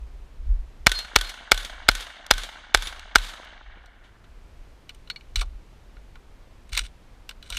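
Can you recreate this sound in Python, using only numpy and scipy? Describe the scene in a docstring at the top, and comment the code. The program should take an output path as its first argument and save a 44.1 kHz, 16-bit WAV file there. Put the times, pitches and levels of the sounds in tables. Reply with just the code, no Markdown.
"""A self-loading shotgun fires seven quick shots on an outdoor range, heard from the shooter's camera.
Each blast of shock and hot gas overloads the microphone, rocks the camera, cycles the steel bolt and
rolls back from the tree line. Then the gun is lowered and reloaded: shells click against the port and
scrape into the magazine. A light breeze runs underneath, buffeting harder when the shooter moves."""
import sys
import numpy as np
from scipy import signal
from scipy.fft import rfft, irfft, next_fast_len
from scipy.io import wavfile
from scipy.ndimage import uniform_filter1d, minimum_filter1d, map_coordinates

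SR = 44100
rng = np.random.default_rng(int(sys.argv[2]) if len(sys.argv) > 2 else 0)


def persist_wave(psi):
    """Save psi, clipped to +-1, as 16-bit WAV."""
    counts = np.round(np.clip(psi, -1, 1) * 32767).astype(np.int16)
    wavfile.write(sys.argv[1], SR, np.atleast_2d(counts).T)


N = 334278


def amp(db):
    """Decibels to gain."""
    return 10 ** (np.asarray(db) / 20)


def unit(x):
    """x at rms 1."""
    return x / np.sqrt(np.mean(x ** 2) + 1e-20)


def clock(seconds):
    """Sample times of a sound of this length."""
    return np.arange(int(seconds * SR)) / SR


def along(points, hz):
    """Read a curve of (frequency [Hz], value) points on a log frequency axis."""
    freqs, values = np.transpose(points)
    return np.interp(np.log(hz + 1), np.log(freqs + 1), values)


def add(track, s, sound):
    """Mix a sound into the track at s seconds."""
    part = track[max(round(s * SR), 0):][:len(sound)]
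    part += sound[:len(part)]


def filtered(x, response):
    """x through a filter, given as a complex response of frequency."""
    size = next_fast_len(len(x) + 8192)
    return irfft(rfft(x, size) * response(np.fft.rfftfreq(size, 1 / SR)), size)[:len(x)]


def lowpass(x, cutoff_hz):
    """A gentle one-pole roll-off."""
    return filtered(x, lambda hz: 1 / (1 + 1j * hz / cutoff_hz))


def resonances(modes, hz, polarity=-1):
    """Response of a resonator bank, signs alternating; polarity 1 leaves notches between the peaks."""
    return sum(polarity ** k * amp(db) * 1j * hz * width / (centre ** 2 - hz ** 2 + 1j * hz * width)
               for k, (centre, width, db) in enumerate(modes))


def noise(spectrum, t):
    """Coloured noise of rms 1 over the times t."""
    return unit(filtered(rng.standard_normal(len(t)), lambda hz: amp(along(spectrum, hz))))


def wobble(rate, t):
    """Smooth random modulation, rate knots a second."""
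    return map_coordinates(rng.standard_normal(int(t[-1] * rate) + 2), [t * rate], mode="nearest")


def envelope(t, attack, t60, hold=0):
    """A quick attack, an optional hold and an exponential decay, all in seconds."""
    return (1 - np.exp(-t / attack)) * np.exp(-np.log(1000) * np.maximum(t - hold, 0) / t60)


# Soft bed of outdoor air: (frequency [Hz], level [dB])
AIR_SPECTRUM = [(90, 1.5), (200, -7), (400, -10), (1200, -16.5), (3000, -22.5), (7000, -31.5), (13500, -40),
                (16000, -49)]
# Wind rumble on the microphone: (frequency [Hz], level [dB])
BUFFET_SPECTRUM = [(8.8, -36), (15, -2.5), (32, 2), (50, -2.5), (63, -5.5), (97, -32), (160, -38),
                   (210, -69.5), (350, -120)]
# Wind swells as the gun is raised, fired, lowered and reloaded: (time [s], level [dB], half width [s])
BUFFET_SWELLS = [(.05, -45.5, 0.15), (.53, -29.5, 0.103), (1.05, -34.5, 0.19), (1.85, -35, 0.29),
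                 (2.9, -36, 0.31), (3.62, -34.5, 0.18), (5.45, -43, .15), (6.83, -38, 0.041)]
def breeze(buffet_db=3, air_db=-54):
    """Wind buffets the microphone, more when the shooter moves, over a soft, even rush."""
    t = np.arange(N) / SR
    swells = sum(amp(db) * np.exp(-((t - s) / width) ** 2) for s, db, width in BUFFET_SWELLS)
    flow = amp(-52.5) + swells  # some wind remains when the shooter stands still
    buffet = flow * amp(buffet_db + 2.4 * wobble(6.2, t)) * noise(BUFFET_SPECTRUM, t)
    air = amp(air_db + 0.18 * wobble(9, t)) * noise(AIR_SPECTRUM, t)
    return buffet + air


# Low thumps of body movement: (time [s], level [dB])
BODY_BUMPS = [(0.487, -16), (5.369, -18), (6.722, -26), (6.801, -35), (7.513, -30.5)]
def camera_jolts(recoil_db=-5, recoil_hz=35, bump_db=4, bump_hz=40):
    """Recoil and body movements rock the camera on its mount: a few slow swings of pressure."""
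    out, t = np.zeros(N), clock(0.5)
    for s, *_ in SHOTS:
        swing = np.sin(2 * np.pi * recoil_hz * t + 0.25 * wobble(35, t))
        add(out, s + 0.001, amp(recoil_db) * swing * envelope(t, 0.0088, 0.39))
    for s, db in BODY_BUMPS:
        swing = np.sin(2 * np.pi * bump_hz * t + 0.5 * wobble(50, t))
        add(out, s, amp(db + bump_db) * swing * envelope(t, 0.0085, 0.32))
    return out


# Metallic colour of the receiver, for scrapes and clicks: (frequency [Hz], width [Hz], level [dB])
RECEIVER_MODES = [(1450, 180, 2.5), (2265, 260, 3), (2964, 157, 5.5), (3480, 102, 5), (3960, 270, 2.5),
                  (4930, 190, -5.5), (5620, 440, -7.5), (8760, 1110, -12.5), (12100, 1000, -27.5)]
# Shells sliding into the magazine: (time [s], length [s], start level [dB], end level [dB])
SHELL_SLIDES = [(5.357, 0.064, -31, -30.5), (6.719, 0.037, -37.5, -26), (6.776, 0.017, -13, -18),
                (6.831, 0.033, -36, -40.5), (7.441, 0.15, -51, -26.5)]
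def shell_scrapes(slide_db=-8, grain_db=3.5, chatter_db=3, bright_hz=5000):
    """Each shell sticks and slips along the port as it is pushed in."""
    out, t = np.zeros(N), clock(0.4)
    for s, length, start_db, end_db in SHELL_SLIDES:
        slips = rng.standard_normal(len(t))
        slips *= amp(grain_db * wobble(456.4, t) + chatter_db * wobble(158, t))
        scrape = unit(filtered(slips, lambda hz: resonances(RECEIVER_MODES, hz) * (1 + hz / bright_hz)))
        push = amp(slide_db + np.interp(t, [0, length], [start_db, end_db]))
        add(out, s, scrape * push * envelope(t, 0.00067, 0.084, hold=length))
    return out


# Short ring of the magazine tube: (frequency [Hz], level [dB], t60 [s])
TUBE_MODES = [(2277, -10, .04), (2896, -7, .04), (3650, -8, .03), (4100, -5, .035), (4350, 0, .05)]
# Shells and fingers hitting the loading port:
# (time [s], level [dB], knock [dB], ring [dB], tilt [dB/octave], favoured frequency [Hz])
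PORT_HITS = [(3.8586, -33, -21, -15, 6, 1450), (4.8927, -23.5, -22, -20, 0, 2360),
             (4.946, -39.5, -12, -31, 11, 1190), (5.0739, -39.5, -12, -18, -3, 4130),
             (5.1001, -16.5, -28, -7, -1.5, 3900), (5.1607, -34, -32, -1.5, 1.5, 4130),
             (5.2086, -41.5, -22, -18, -1, 2220), (5.3576, -8.5, -21, -20, 5, 4160),
             (5.412, -15, -3.5, -17.5, 5, 1450), (5.9668, -45.5, -8, -27, -7.5, 1535),
             (6.1552, -37, -2, -31, -4.5, 1210), (6.6926, -37, -17, -27, 6, 1490),
             (6.7305, -18, -16, -18, 6, 5660), (6.7673, -15.5, -12, -14, 1, 4100),
             (6.7743, -4, -19, -37, 5.5, 1980), (7.2914, -20.5, -16.5, -27, 6.5, 2720),
             (7.3097, -30, -14, -22, 3, 1657), (7.426, -30, -25, -27, 3, 4100),
             (7.5015, -20.5, -11, -34, 10, 3670), (7.524, -18, -15, -25, -0.5, 3450),
             (7.5695, -9, -28, -35, 4.5, 3370)]
def loading_clicks(snap_db=-4, knock_db=-8, crack_db=-26, rebound_s=0.011, rebound_db=-15):
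    """Shells tap the port with a dry crack and a dull knock, rebound and ring the magazine tube."""
    out, t = np.zeros(N), clock(0.19)
    knock_spectrum = [(200, -15), (620, 5.5), (1350, 13), (2200, -50), (6000, -60)]
    for s, db, dull_db, ring_db, tilt_db, spot_hz in PORT_HITS:
        def colour(hz):
            """The receiver's tone, with one resonance favoured by the spot that is struck."""
            spot = 1.5 + resonances([(spot_hz, 450, 7)], hz)
            tilt = amp(tilt_db * np.log2((hz + 500) / 4500))
            return resonances(RECEIVER_MODES, hz) * spot * tilt

        for delay, loss_db in [(0, 0), (rebound_s, rebound_db)]:
            contact = rng.standard_normal(len(t)) * envelope(t, 0.0003, 0.025)
            snap = amp(snap_db) * filtered(contact, colour)
            knock = amp(knock_db + dull_db) * noise(knock_spectrum, t) * envelope(t, 0.0033, 0.061)
            ring = sum(amp(mode_db + rng.normal(0, 4.4)) * np.sin(2 * np.pi * hz * t)
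                       * envelope(t, 0.00013, t60) for hz, mode_db, t60 in TUBE_MODES)
            click = snap + amp(crack_db) * contact + knock + amp(ring_db) * ring
            add(out, s + delay, amp(db + loss_db) * click)
    return out


# Reverb time of the woods: (frequency [Hz], t60 [s])
WOODS_DECAY = [(200, 1.8), (700, 1.4), (1600, 1.5), (3500, 1.1), (5500, 0.87), (12000, 0.27)]
def woods_tail(woods):
    """Shape noise into the roll of distant woods: it comes in clumps, the treble dying first."""
    hz, age, bands = signal.stft(woods, SR, nperseg=256)
    clumps = uniform_filter1d(rng.standard_normal(bands.shape), size=11, axis=0)  # across frequency
    clumps = unit(uniform_filter1d(clumps, size=2, axis=1))  # across time
    clump_db = clumps * along([(1500, 4), (5000, 1.2)], hz)[:, None]
    decay_db = -60 * (age - 0.25) / along(WOODS_DECAY, hz)[:, None]
    return signal.istft(bands * amp(decay_db + clump_db), SR, nperseg=256)[1][:len(woods)]


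# Bright scatter from the ground and the nearest trees: (frequency [Hz], level [dB])
NEAR_SPECTRUM = [(110, -34.5), (180, -10), (293, -16), (888, -9.5), (1500, -2.5), (2030, -7.5), (2230, -2),
                 (2450, -8.5), (3560, -1), (5280, -13), (5800, -14), (7690, -16.5), (11400, -23),
                 (14800, -33.5), (16000, -52.5)]
# Darker wash from the woods behind: (frequency [Hz], level [dB])
WOODS_SPECTRUM = [(120, -46.5), (200, -7.5), (422, -15.5), (694, -1), (1230, -5.5), (1520, 1.5), (2050, -4),
                  (2240, -1), (2500, -13), (2830, -3), (3630, -4.5), (5270, -18.5), (5760, -18),
                  (6500, -14.5), (7100, -23), (8980, -24), (14000, -45.5)]
# Slapbacks from the edges of the range: (delay [s], level [dB], t60 [s])
SLAPBACKS = [(.178, -15, 0.037), (.213, -24.5, .05), (.275, -33.5, .06), (.88, -49.5, .25),
             (1.083, -46.5, .05)]
def range_echoes(near_db=-19.5, far_db=-29, patchy_db=2, ground_s=0.0026, trees_s=0.046, build_s=0.27):
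    """Ground and nearby trees throw back a bright rush, the edges slap back and the woods roll on."""
    out, t = np.zeros(N), clock(2.2)
    trunks = amp(patchy_db * wobble(130, t))  # the same trees answer every shot
    ground = amp(2) * envelope(np.maximum(t - ground_s, 0), 0.0014, 0.24)
    trees = amp(-5.5) * envelope(np.maximum(t - trees_s, 0), 0.0042, 0.33, hold=0.078)
    build_up = 1 - np.exp(-(t / build_s) ** 2)
    for s, *_ in SHOTS:
        near = amp(near_db) * noise(NEAR_SPECTRUM, t) * np.hypot(ground, trees) * trunks
        woods = noise(WOODS_SPECTRUM, t)
        far = amp(far_db) * woods_tail(woods) * build_up
        add(out, s, near + far)
        for delay, db, t60 in SLAPBACKS:
            add(out, s + delay, amp(db) * woods * envelope(t, 0.002, t60))
    return out


# Steel-on-steel clack: (frequency [Hz], level [dB])
CLACK_SPECTRUM = [(180, -33), (300, -3.5), (528, -9), (961, -14.5), (1510, -8), (2610, -11), (3580, 0),
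                  (4990, -15), (5800, -10), (6960, -15), (11300, -19.5), (14200, -29.5), (16000, -46.5)]
# High ring of the bolt: (frequency [Hz], level [dB], t60 [s])
BOLT_MODES = [(6950, -2, .16), (10000, 1, .15)]
# Ping of the ejected hull: (frequency [Hz], level [dB], t60 [s])
HULL_MODES = [(4231, 0, .21), (4950, -14, .17)]
# The bolt slamming home on a fresh shell: (time [s], level [dB])
BOLT_SLAMS = [(0.989, -23), (1.294, -26), (1.648, -26), (2.007, -26), (2.4342, -24.5), (2.871, -24.5)]
# Light ticks of the trigger: (time [s], level [dB])
TRIGGER_TICKS = [(2.265, -29), (2.9946, -29.5), (3.448, -40)]
def gun_action(bolt_db=12, ring_db=15, ring_rise_s=0.037, unlock_s=0.0263, eject_s=0.016,
               low_cut_hz=450, body_hz=1510, body_db=-11):
    """The bolt unlocks, hits its stop, ejects a ringing hull and, on all but the last shot, slams home."""
    out, t = np.zeros(N), clock(0.4)

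    def tone(hz):
        """One partial with a slight waver in its phase."""
        return np.sin(2 * np.pi * hz * t + 0.25 * wobble(250, t))

    def clack(db, t60):
        """Steel strikes steel: a noise burst with its lows thinned."""
        steel = filtered(noise(CLACK_SPECTRUM, t), lambda hz: hz ** 2 / (hz ** 2 + low_cut_hz ** 2))
        return amp(db + bolt_db) * steel * envelope(t, 0.00018, t60)

    def heavy_clack(db, t60):
        """A harder blow also rings the receiver."""
        return clack(db, t60) + amp(db + bolt_db + body_db) * tone(body_hz) * envelope(t, 0.001, 0.11)

    def ring(modes):
        """Ringing partials that bloom and die away."""
        bloom = amp(ring_db) * (1 - np.exp(-(t / ring_rise_s) ** 2))
        return bloom * sum(amp(db - 60 * t / t60) * tone(hz) for hz, db, t60 in modes)

    for s, _, _, travel, stop_db, hull_db, steel_db in SHOTS:
        add(out, s + unlock_s, heavy_clack(db=-21, t60=0.02))
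        add(out, s + travel, heavy_clack(stop_db, t60=0.033) + amp(steel_db) * ring(BOLT_MODES))
        add(out, s + travel + eject_s, amp(hull_db) * ring(HULL_MODES))
    for s, db in BOLT_SLAMS:
        add(out, s, clack(db, t60=0.04))
    for s, db in TRIGGER_TICKS:
        add(out, s, clack(db, t60=0.014))
    return out


# Crack of the cartridge firing inside the gun: (frequency [Hz], level [dB])
IGNITION_SPECTRUM = [(100, -22.5), (700, -7), (1150, -12.5), (1900, -11), (2450, -1), (3300, 3.5),
                     (5000, -7.5), (7000, -12), (8500, -11.5), (10500, -23), (14000, -25.5), (16000, -41)]
# Resonances of the camera housing under a blast: (frequency [Hz], width [Hz], level [dB])
HOUSING_MODES = [(76, 62, -12), (309.5, 1200, -15), (846, 650, -4.5), (1478, 390, 3.5), (1837, 420, -8),
                 (2175, 160, -1), (2980, 140, -11), (3450, 380, -2), (4130, 110, -2.5), (4500, 450, -1.5),
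                 (4890, 150, -4), (5690, 1400, -6.5), (6700, 1400, -22)]
# Cue list of the shots, which also drives the action, echoes and recoil:
# (time [s], blast [dB], punch [dB], bolt travel [s], stop clack [dB], hull ping [dB], bolt ring [dB])
SHOTS = [(.8678, 2, 1.5, 0.049, -12, -13.5, -40), (1.161, 0, -17, 0.05, -16, -26.5, -55),
         (1.518, -0.5, -11.5, 0.058, -21, -47, -38), (1.888, 1, 4, 0.063, -20, -48, -52),
         (2.3107, -.5, -21, .0693, -22.5, -50, -41), (2.7468, -1, -22.5, .0757, -23.5, -56, -30.5),
         (3.157, 1, -20.5, 0.093, -36, -52, -55)]
def muzzle_blasts(shock_db=50, gas_db=22, punch_db=9, punch_hz=210, ignition_db=-3, lead_s=0.0046,
                  bounce_s=0.007, bounce_db=-21, bounce_hz=3200):
    """The cartridge fires inside the gun; shock and hot gas leave the muzzle and bounce off the ground."""
    out, t = np.zeros(N), clock(0.077)
    impulse = 1.0 * (t == 0)
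    shock = amp(shock_db) * lowpass(lowpass(impulse, 4800), 7000)
    for s, db, low_db, *_ in SHOTS:
        gas = amp(gas_db) * lowpass(rng.standard_normal(len(t)) * envelope(t, 0.0001, 0.012), 5500)
        crack = amp(db) * filtered(shock + gas, lambda hz: resonances(HOUSING_MODES, hz, polarity=1))
        # the ball of gas swells and falls back
        punch = amp(punch_db + low_db) * np.sin(2 * np.pi * punch_hz * t) * envelope(t, 0.0015, 0.013)
        blast = crack + punch
        ignition = amp(ignition_db) * noise(IGNITION_SPECTRUM, t) * envelope(t, 0.0006, 0.045)
        add(out, s - lead_s, ignition)
        add(out, s, blast)
        add(out, s + bounce_s, amp(bounce_db) * lowpass(lowpass(blast, bounce_hz), bounce_hz))
    return out


def scene():
    """The mono mix of everything that reaches the microphone."""
    gunfire = muzzle_blasts() + range_echoes() + gun_action()
    return (gunfire + camera_jolts() + loading_clicks() + shell_scrapes() + breeze())[None]


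def record(dry, duck_db=-14, hold_s=0.48, recovery_per_s=1.0, slew_hz=8000, top_hz=15300):
    """Overload ducks the gain, which creeps back; the blasts still saturate, steepest edges first."""
    x, t = dry[0], np.arange(N) / SR
    needed_gain = np.where(np.abs(x) > 2, amp(duck_db), 1)
    lookahead, width = int(0.006 * SR), int(hold_s * SR)
    held_gain = np.roll(minimum_filter1d(needed_gain, width), width // 2 - lookahead)
    release = recovery_per_s * t
    gain = np.minimum.accumulate(held_gain - release) + release
    # treble is boosted into the saturation and rolled off after it
    boosted = filtered(x * gain, lambda hz: (1 + 1j * hz / slew_hz) * (hz < 20000))
    saturated = boosted / (1 + np.abs(boosted / 0.99) ** 6) ** (1 / 6)
    rounded = lowpass(saturated, slew_hz)
    return filtered(rounded, lambda hz: 1 / np.sqrt(1 + (hz / top_hz) ** 120))[None]  # steep high cut


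dry = scene()
out = record(dry)
persist_wave(out)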